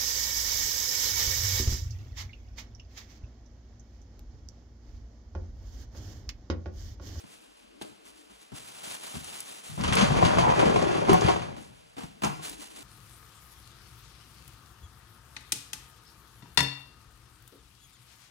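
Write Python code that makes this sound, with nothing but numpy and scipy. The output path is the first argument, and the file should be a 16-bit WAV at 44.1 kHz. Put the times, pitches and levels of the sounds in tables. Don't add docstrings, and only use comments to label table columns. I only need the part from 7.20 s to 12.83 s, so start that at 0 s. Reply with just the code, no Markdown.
import sys
import numpy as np
from scipy import signal
from scipy.fft import rfft, irfft, next_fast_len
from scipy.io import wavfile
from scipy.ndimage import map_coordinates

SR = 44100
rng = np.random.default_rng(int(sys.argv[2]) if len(sys.argv) > 2 else 0)


def master(y):
    cut = np.clip(np.atleast_2d(y).T, -1, 1)
    pcm = np.round(cut * 32767)
    wavfile.write(sys.argv[1], SR, pcm.astype(np.int16))


N = 248283


def amp(db):
    return 10 ** (np.asarray(db) / 20)


def unit(x):
    return x / np.sqrt(np.mean(x ** 2) + 1e-20)


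def along(points, hz):
    f, v = np.transpose(points)
    return np.interp(np.log(hz + 1), np.log(f + 1), v)


def since(start_s):
    return np.maximum(0, np.arange(N) / SR - start_s)


def wobble(knots_per_s):
    return map_coordinates(rng.standard_normal(4096), [np.arange(N) * knots_per_s / SR], mode="wrap")


def filtered(x, response):
    n = x.shape[-1]
    m = next_fast_len(n + 8192)
    return irfft(rfft(x, m) * response(np.fft.rfftfreq(m, 1 / SR)), m)[..., :n]


def colour(x, spectrum):
    lowest_hz = spectrum[0][0]
    return unit(filtered(x, lambda hz: amp(along(spectrum, hz)) * np.minimum(1, hz / lowest_hz) ** 2))


def noise(n=N):
    return rng.standard_normal((2, n))


def contacts(rate_per_s, spread_db, life_s):
    hits = rng.random(N) < rate_per_s / SR
    sizes = hits * amp(spread_db * np.clip(rng.standard_normal(N), -2, 2))
    energy = signal.lfilter([1], [1, -np.exp(-2 / (life_s * SR))], sizes ** 2)
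    return unit(np.sqrt(energy) * noise())


def burst(t, attack_s, t60_s):
    return (1 - np.exp(-t / attack_s)) * amp(-60 * t / t60_s)


def ring(modes, blow, t, scatter_db, rise_cycles, detune):
    hz, db, t60_s = np.transpose(modes)[:, :, None]
    scatter = scatter_db * np.clip(rng.standard_normal((2, len(modes), 1)), -1.5, 1.5)
    size = amp(db + along(blow, hz) + scatter)
    hz = hz * (1 + detune * rng.standard_normal(hz.shape))
    phase = 2 * np.pi * rng.random((2, len(modes), 1))
    tones = np.sin(2 * np.pi * hz * t + phase)
    return (size * burst(t, rise_cycles / hz, t60_s) * tones).sum(1)


def add(out, start_s, x):
    i = max(0, round(start_s * SR))
    out[:, i:i + x.shape[1]] += x[:, :N - i]


# f/Hz, level/dB
HISS_SPECTRUM = [(260, -31), (450, 12.5), (530, 2.5), (579, 7), (802, 3.5), (1060, 5), (2330, 2.5),
                 (2470, 6), (10700, -9.5), (15500, -40)]
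# f/Hz, level/dB, swing/dB
DULL_BANDS = [(50, -79, 4), (215, -78, 4), (290, -73, 5)]
# t/s, level/dB
DULL_LEVEL = [(0, -1), (0.421, 3.5), (.53, 8.5), (.8, 2), (1.2, -0.5), (4.7, -11), (5.3, 11)]


def still_air():
    out = amp(-65.0 + 0.15 * wobble(0.79)) * colour(noise(), HISS_SPECTRUM)
    for hz, db, swing_db in DULL_BANDS:
        band = [(hz / 1.6, -22), (hz, 0), (hz * 1.6, -16), (hz * 10, -80)]
        level_db = db + np.interp(since(0), *np.transpose(DULL_LEVEL)) + swing_db * wobble(22)
        out += amp(level_db) * colour(noise(), band)
    return out


# f/Hz, level/dB
FABRIC_SPECTRUM = [(90, -4), (220, 2), (544, -2.5), (607, -1), (755, 1), (1380, 0.5), (1560, 0),
                   (3890, 2.5), (5110, -3), (5800, 1), (7090, 1), (10800, -1), (12200, -9), (13200, -47),
                   (15500, -24.5)]
# t/s, level/dB, t60/s
MOVES = [(-.03, -56, 0.27), (0.042, -54.5, 1.45), (.33, -63, 1), (0.587, -59, 1.4), (0.829, -56, 0.63),
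         (.93, -57, 0.71), (1.08, -60.5, 2.8), (1.185, -54.5, 0.32), (1.33, -50, 11.3), (1.44, -56, 2.1),
         (1.613, -40.5, 2), (1.924, -46, 1.9), (2.03, -50.5, 2.7), (2.11, -46, 1.85), (2.416, -46.5, 1.9),
         (4.379, -57, 0.72), (4.518, -62, 1.4), (4.76, -53.5, 0.44), (5.207, -42, 0.86), (5.371, -49, 2.1),
         (5.53, -52, 1.8)]
MOVE_ATTACK_S, RUSTLE_WAVER_DB = 0.034, 1.72


def clothes():
    power = np.zeros(N)
    for s, db, t60_s in MOVES:
        rise = np.minimum(1, since(s) / MOVE_ATTACK_S)
        power += (rise * amp(db - 60 * since(s + MOVE_ATTACK_S) / t60_s)) ** 2
    slips = colour(contacts(rate_per_s=2500, spread_db=4.0, life_s=0.0051), FABRIC_SPECTRUM)
    return np.sqrt(power) * amp(-1.5 + RUSTLE_WAVER_DB * wobble(24.876)) * slips


# t/s, level/dB, f/Hz
TICKS = [(0.619, -37, 3670), (0.622, -36.5, 9600), (2.044, -35, 9000), (2.204, -28.5, 10200),
         (2.455, -50, 8500), (2.611, -32.5, 5130), (2.636, -33, 8800), (2.733, -26, 8600),
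         (2.753, -20.5, 9600), (3.061, -27, 4670), (3.625, -29, 6100), (3.932, -23, 11000),
         (4.01, -25.5, 6500), (5.046, -23.5, 7100), (5.296, -30.5, 10200)]


def ticks():
    out, t = np.zeros((2, N)), np.arange(SR // 20) / SR
    for s, db, pitch_hz in TICKS:
        band = [(pitch_hz / 3, -12), (pitch_hz, 0), (1.25 * pitch_hz, -5), (1.8 * pitch_hz, -26)]
        click = filtered(colour(noise(len(t)), band), lambda hz: 1 / (1 + (hz / 12000) ** 10))
        add(out, s, amp(db - 4.5) * click * burst(t, attack_s=0.00019, t60_s=0.029))
    return out


# multiple of board pitch, level/dB, share of board t60
BOARD_MODES = [(.57, 3, 0.28), (1.0, 4, 0.68), (1.28, 4, 0.21), (1.9, -4, 0.73), (2.85, -18, 0.45),
               (4.4, -14, 1), (5.0, -5.5, 0.64), (6.5, -11, 0.6), (8.3, -8, 0.94), (9.3, -3, 0.4),
               (14.2, -8, 0.66)]
# f/Hz, level/dB
SHOE_SPECTRUM = [(150, -7), (250, 8), (420, -13), (490, -3), (583, -5), (725, 4.5), (1130, 1), (1660, -5.5),
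                 (2200, -52), (2860, -48), (4840, -120)]
GRIT_SPECTRUM = [(940, -39), (1600, 7), (2480, 4.5), (2940, 7.5), (5150, 0.5), (6850, 1.5), (11900, -5),
                 (14000, -71), (15500, -23)]
THUD_SPECTRUM = [(100, 0), (200, 2), (290, -4), (450, -33), (900, -39), (2000, -110)]
GRIT_DB = -5.5


def footfall(thump_db, knock_db, pitch_hz, t60_s):
    t = np.arange(SR // 3) / SR
    modes = np.array(BOARD_MODES) * [pitch_hz, 1, t60_s]
    blow = [(1.5 * pitch_hz, thump_db - 5.0), (2.6 * pitch_hz, knock_db - 6.5)]
    boom = ring(modes, blow, t, scatter_db=2, rise_cycles=.8, detune=.02)
    give = min(1, 170 / pitch_hz) ** 4
    swing = np.sin(np.pi * pitch_hz * t)
    push = give * amp(thump_db - 3) * swing * burst(t, attack_s=0.0047, t60_s=0.041)
    knock = amp(knock_db - 1) * colour(noise(len(t)), SHOE_SPECTRUM) * burst(t, attack_s=0.0012, t60_s=0.08)
    grit = colour(noise(len(t)), GRIT_SPECTRUM) * burst(t, attack_s=0.00013, t60_s=0.14)
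    grit *= amp(knock_db + GRIT_DB)
    thud = colour(noise(len(t)), THUD_SPECTRUM) * burst(t, attack_s=0.0024, t60_s=0.082)
    thud *= np.sqrt(give) * amp(thump_db - 5.0)
    return push + thud + boom + knock + grit


# t/s, level/dB, contact hardness/dB, board f/Hz, board t60/s, sole over heel/dB
STEPS = [(0.038, -39.5, -17, 197, 0.064, -23), (.613, -35, -8, 327, 0.12, -7),
         (.647, -42.5, -14, 322, 0.13, -8), (0.711, -50, -13, 175, 0.047, -7),
         (1.098, -56.5, -2.5, 220, 0.13, -2), (1.318, -32.5, -19.5, 204, 0.047, -19),
         (1.324, -34.5, -22, 125, .07, -9), (1.619, -58.5, 4, 199, 0.054, -1),
         (1.673, -47, -22.5, 198, 0.066, -12), (1.94, -34.5, -15, 213, 0.093, 4),
         (1.965, -34, -23, 149, 0.13, -10.5), (2.008, -41, -33, 186, 0.14, -5),
         (2.481, -45.5, -18, 140, 0.1, 6), (4.365, -41, -7.5, 162, 0.2, -2),
         (4.767, -40, -6.5, 257, 0.12, 5.5), (4.806, -40.5, -4.5, 241, 0.086, -3),
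         (4.834, -32.5, -11.5, 183, 0.11, -11), (5.02, -32.5, -4.5, 192.4, 0.16, 6.5),
         (5.036, -33.5, 2, 303, 0.057, -8), (5.052, -30.5, -3.5, 175, 0.22, -1.5)]
ROLL_S = .014


def steps():
    out = np.zeros((2, N))
    for s, weight_db, hard_db, pitch_hz, t60_s, sole_db in STEPS:
        for delay_s, db in ((0, weight_db), (ROLL_S, weight_db + sole_db)):
            add(out, s + delay_s, footfall(db, db + hard_db, pitch_hz, t60_s))
    return out


# f/Hz, level/dB, t60/s
LOOSE_BOARD_MODES = [(152, 3, .2), (320, 0, .09), (479, -7, .12), (732, -3, .12), (840, -4, .12),
                     (1010, 2, .1), (1130, 0, .1), (1389, -1, .11), (1970, -7, .09), (2380, -4, .09),
                     (2540, -3, .1)]
# t/s, level/dB, brightness/dB
BOARD_SLAPS = [(5.038, -38, 1), (5.044, -38, 0.5), (5.056, -41, -11), (5.071, -41, -8), (5.098, -42.5, -1),
               (5.128, -48, -9), (5.194, -50, -13)]
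# f/Hz, level/dB
KNOCK_SPECTRUM = [(150, -1), (400, 8), (550, -11), (730, 6.5), (1100, -3), (1500, -14.5), (2400, -7.5),
                  (4000, -33), (8000, -56)]


def loose_board():
    out, t = np.zeros((2, N)), np.arange(SR // 3) / SR
    for s, db, bright_db in BOARD_SLAPS:
        blow = [(700, db), (2500, db + bright_db)]
        modes = ring(LOOSE_BOARD_MODES, blow, t, scatter_db=2, rise_cycles=.6, detune=.03)
        crack = amp(db + 1) * colour(noise(len(t)), KNOCK_SPECTRUM) * burst(t, attack_s=.0003, t60_s=.04)
        add(out, s, modes + crack)
    return out


# t/s, length/s, f/Hz, level/dB
RUBS = [(2.472, 0.14, 140, -47.5), (2.578, 0.071, 192.5, -39.5), (2.755, .1, 184.5, -29),
        (2.73, 0.16, 533, -41.5), (3.195, 0.18, 970, -34.5), (3.377, 0.2, 443, -37),
        (3.385, .08, 1146, -43), (3.597, 0.24, 362, -42.5)]
SLIPS_PER_S, RUB_WIDTH_SHARE = 300, .3
RUB_WAVER_SHARE, RUB_WAVER_KNOTS_PER_S = .06, 70


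def rubs():
    out = np.zeros((2, N))
    for s, length_s, pitch_hz, db in RUBS:
        n = int(length_s * SR)
        slips = (rng.random(n) < SLIPS_PER_S / SR) * noise(n)
        half_width_hz = RUB_WIDTH_SHARE * pitch_hz / 2
        voice = filtered(slips, lambda hz: 1 / (1 + 1j * (hz - pitch_hz) / half_width_hz) ** 2)
        drift_hz = RUB_WAVER_SHARE * pitch_hz * wobble(RUB_WAVER_KNOTS_PER_S)[:n]
        turn = np.exp(2j * np.pi * np.cumsum(drift_hz) / SR)
        voice = np.real(signal.hilbert(voice) * turn)
        add(out, s, amp(db) * unit(voice * signal.windows.tukey(n, .5)))
    return out


# f/Hz, level/dB, t60/s
DOOR_MODES = [(76, -2, .15), (120, 0, .13), (178, -.5, .19), (226, -3, .1), (323, 0, .16), (371, -3, .16),
              (398, 1, .12), (522, -6, .08), (610, -6, .07), (728, 2.5, .16), (790, -8, .1), (941, -4, .13),
              (1003, -5, .12), (1067, 2, .14), (1135, -3, .09), (1227, -6, .12), (1410, -4, .08),
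              (1670, -5, .07), (1950, -5, .07), (2428, -3, .1), (2711, -2, .1), (3161, -4, .12),
              (3340, -4, .12)]
# t/s, speed/0-1
SPEED = [(2.57, 0.25), (2.78, 0.33), (2.92, 0.49), (3.26, 0.77), (3.5, 0.88), (3.87, 0.46)]
START_S, STOP_S = SPEED[0][0], SPEED[-1][0]
# f/Hz, level/dB
RATTLE_BLOW = [(180, -5), (450, -2), (1200, -3.5), (3300, -17)]
RATTLE_GAP_S, RATTLE_RING_SHARE, RATTLE_DB = .017, .35, -31.5
RATTLE_DELAY_S, RATTLE_FADE_DB_PER_S = .14, 4
MOVING_DETUNE = 0.0546


def rattles():
    out, t = np.zeros((2, N)), np.arange(SR // 20) / SR
    modes = np.array(DOOR_MODES) * [1, 1, RATTLE_RING_SHARE]
    for s in np.arange(START_S + RATTLE_DELAY_S, STOP_S, RATTLE_GAP_S):
        s += RATTLE_GAP_S * rng.uniform(-0.45, .5)
        level_db = RATTLE_DB - RATTLE_FADE_DB_PER_S * (s - START_S) + rng.uniform(-5.0, 1.9)
        force = np.interp(s, *np.transpose(SPEED)) * amp(level_db)
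        tap = ring(modes, RATTLE_BLOW, t, scatter_db=6, rise_cycles=.3, detune=MOVING_DETUNE)
        add(out, s, force * tap)
    return out


def woody(x, ring_db):
    mode_hz, _, t60_s = np.transpose(DOOR_MODES)
    widths_hz = np.log(1000) / (np.pi * t60_s)

    def peaks(f):
        return sum(1j * f * w / (c * c - f * f + 1j * f * w) for c, w in zip(mode_hz, widths_hz))

    return filtered(x, lambda f: 1 + amp(ring_db) * peaks(f))


# f/Hz, level/dB
FRAME_SPECTRUM = [(22, -49), (38, -4), (81, -3.5), (146, 0), (172, -1.5), (243, -10), (280, -6.5),
                  (360, -46), (620, -120)]
PANEL_SPECTRUM = [(130, 11), (220, 10), (249, 10.5), (409, 7.5), (569, 5.5), (722, -2), (843, -2),
                  (925, -1), (1090, -12), (1550, -11), (2600, -17.5), (3380, -71), (5720, -120)]
PANES_SPECTRUM = [(1060, 5.5), (1800, 1), (3260, 0), (3800, -3.5), (4720, -4), (5070, -9), (6300, -4.5),
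                  (7820, -13), (10900, -15.5), (12700, -43), (15500, -55)]
# level at full speed/dB, exponent of speed, fade from the start/(dB/s)
RUNNING = [(-25, 0.51, 13.5), (-29, 1.02, 0.5), (-35.5, 0.43, 2.5)]
# level/dB, decay/(dB/s)
SHUDDERING = [(-40, 48), (-37, 76), (-41, 98)]
SHUDDER_HOLD_S, HANDOVER_S = 0.23, 0.043
PUSH_ENDS_S, EASE_S, BITE_SHARE, COAST_SHARE, SHUDDER_SHARE = 3.43, 0.036, 0.72, 0.14, 0.33


def sliding():
    frame_hits = contacts(rate_per_s=260, spread_db=3.5, life_s=0.0057)
    panel_hits = contacts(rate_per_s=300, spread_db=4, life_s=0.006)
    pane_hits = contacts(rate_per_s=380, spread_db=1.5, life_s=0.014)
    rumble = colour(woody(frame_hits, ring_db=-4.5), FRAME_SPECTRUM)
    panel = colour(woody(panel_hits, ring_db=-4), PANEL_SPECTRUM)
    panes = colour(woody(pane_hits, ring_db=-1.5), PANES_SPECTRUM)
    t = np.arange(N) / SR
    speed = np.interp(t, *np.transpose(SPEED))
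    started, stopped = (1 - np.exp(-since(s) / HANDOVER_S) for s in (START_S, STOP_S))
    drum = filtered(panel, lambda hz: 1 / (1 + (hz / 720) ** 6))
    pushing = .5 - .5 * np.tanh((t - PUSH_ENDS_S) / EASE_S)
    scrape = pushing * BITE_SHARE * speed + (1 - pushing) * COAST_SHARE
    scrape = np.clip(scrape + stopped * (SHUDDER_SHARE - scrape), 0, 1)
    panel = np.sqrt(1 - scrape) * unit(drum) + np.sqrt(scrape) * unit(panel - drum)
    out = np.zeros((2, N))
    parts = zip((rumble, panel, panes), RUNNING, SHUDDERING)
    for part, (run_db, power, fade_db_per_s), (shudder_db, decay_db_per_s) in parts:
        run = speed ** power * amp(run_db - fade_db_per_s * since(START_S))
        shudder = amp(shudder_db - decay_db_per_s * since(STOP_S + SHUDDER_HOLD_S))
        out += part * ((started - stopped) * run + stopped * shudder)
    return out


# t/s, frame thump level/dB, panel body/dB, knock/dB, pane clack/dB
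JOLTS = [(2.576, -33, -44, -47, -68), (2.637, -28, -37, -55, -35.5), (2.678, -28, -36, -49, -35.5),
         (2.724, -27, -38, -53, -31), (2.768, -27, -45, -41, -28.5), (2.784, -30, -45, -39, -31),
         (2.81, -23, -51, -37, -28.5), (2.838, -27, -51, -36.5, -37), (2.907, -22, -50, -38.5, -44),
         (2.966, -21, -41, -37.5, -37), (3.025, -18, -23.5, -25, -36.5), (3.048, -17.5, -38, -39, -30.5),
         (3.165, -21.5, -44, -46, -51), (3.184, -26, -26.5, -28.5, -32), (3.266, -38, -30, -34, -59),
         (3.392, -40, -25, -33, -33), (3.455, -28, -28, -43, -39.5), (3.559, -20, -23, -27.5, -38)]
# t/s, frame thump level/dB, panel body/dB, knock/dB, pane clack/dB
SLAMS = [(3.884, -26, -28.5, -33, -42), (3.892, -16.5, -19, -29, -31.5), (3.9, -24, -28.5, -31, -47),
         (3.916, -23.5, -24, -29, -47), (3.929, -21, -27, -27, -36.5), (3.943, -36.5, -39, -25, -41),
         (4.018, -30, -32, -34, -40), (4.04, -18.5, -50, -54, -37.5), (4.062, -29, -38, -42, -38),
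         (4.084, -35, -29.5, -26.5, -35), (4.1, -38, -32.5, -29.5, -39.5), (4.159, -40, -43, -39, -49),
         (4.218, -46, -47, -49, -47)]
JOLT_RING_SHARE, STOP_RING_SHARE = 0.54, .8
STOP_DETUNE, STOP_DIP_DB = .016, -10
BASS_EDGE_HZ, EDGE_HZ_PER_S = 19, 41


def bumps():
    out, t = np.zeros((2, N)), np.arange(SR // 3) / SR
    for s, thump_db, body_db, knock_db, clack_db in JOLTS + SLAMS:
        if s < STOP_S:
            share, detune, dip_db = JOLT_RING_SHARE, MOVING_DETUNE, 0
        else:
            share, detune, dip_db = STOP_RING_SHARE, STOP_DETUNE, STOP_DIP_DB
        blow = [(190, thump_db), (320, body_db), (420, body_db), (520, body_db + dip_db),
                (610, knock_db + dip_db), (720, knock_db), (1100, knock_db), (1450, knock_db - 6.5),
                (2500, clack_db - 6.0)]
        door = np.array(DOOR_MODES) * [1, 1, share]
        modes = ring(door, blow, t, scatter_db=1.5, rise_cycles=.7, detune=detune)
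        edge_hz = BASS_EDGE_HZ + EDGE_HZ_PER_S * (s - START_S)
        thump = colour(noise(len(t)), FRAME_SPECTRUM) * burst(t, attack_s=0.0023, t60_s=0.077)
        thump *= amp(thump_db - 6.5)
        thump = signal.sosfilt(signal.butter(2, edge_hz, "highpass", fs=SR, output="sos"), thump)
        knock = colour(noise(len(t)), KNOCK_SPECTRUM) * burst(t, attack_s=0.00023, t60_s=0.035)
        clack = colour(noise(len(t)), PANES_SPECTRUM) * burst(t, attack_s=0.00023, t60_s=0.27)
        add(out, s, thump + modes + amp(knock_db + 3) * knock + amp(clack_db + 2.5) * clack)
    return out


# f/Hz, t60/s
ROOM_T60 = [(80, 0.7), (400, 0.65), (1000, 0.48), (2500, 0.8), (10000, 0.77)]


def room(x):
    out, hop = np.zeros((2, N)), SR // 5
    for start in range(0, N, hop):
        hz, t, z = signal.stft(noise(SR), SR, nperseg=256)
        decay = amp(-60 * t / along(ROOM_T60, hz)[:, None])
        tail = signal.istft(z * decay, SR, nperseg=256)[1]
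        tail = np.pad(tail / np.linalg.norm(tail[0]), ((0, 0), (SR // 150, 0)))
        i = np.arange(max(0, start - hop), min(N, start + hop))
        window = np.cos(np.pi / 2 * (i - start) / hop)
        add(out, i[0] / SR, signal.fftconvolve(x[:, i] * window, tail, axes=1))
    return out


# f/Hz, share/0-1
LIKENESS = [(50, .1), (90, .3), (160, .72), (330, .74), (560, .42), (780, .42), (1000, .14), (1650, .15),
            (2900, .76), (4600, .66), (5500, .2), (6400, .15), (8000, .68), (11000, .87), (13000, .2)]
# f/Hz, phase/rad
LEAD = [(60, 2), (130, .85), (420, 0.54), (600, -0.7), (760, -0.9), (900, -2.5), (1100, 1.5), (1450, -2.5),
        (2000, -1.17), (4000, -1.37), (12000, -1.55)]
# f/Hz, level/dB
WIDTH = [(85, -1.5), (220, 0), (380, 6), (650, 10.5), (1100, 4), (1450, 4), (1950, -1.5), (2800, 3),
         (4400, -3), (5000, 5.5), (5800, -13), (8000, -6.5), (11000, 2), (12000, 9.5), (13000, 19),
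         (15500, 32)]


def stereo(pair):
    front, around = pair

    def share(hz):
        return np.clip(along(LIKENESS, hz), 0, 1)

    turned = filtered(front, lambda hz: share(hz) * np.exp(1j * along(LEAD, hz)))
    diffuse = filtered(around, lambda hz: np.sqrt(1 - share(hz) ** 2))
    side = filtered(turned + diffuse, lambda hz: amp(along(WIDTH, hz)))
    return np.array([front + side, front - side])


def scene():
    slide = sliding() + rubs() + rattles()
    blows = bumps() + ticks()
    feet = steps() + loose_board()
    echo = room(amp(-7.0) * slide + amp(-12) * blows + amp(-7.0) * feet)
    return stereo(slide + blows + feet + echo + clothes() + still_air())


LOW_CUT_HZ, TOP_HZ = 30, 15850


def record(dry):
    dry = signal.sosfilt(signal.butter(4, LOW_CUT_HZ, "highpass", fs=SR, output="sos"), dry)
    return filtered(dry, lambda hz: hz < TOP_HZ)


dry = scene()
out = record(dry)
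master(out)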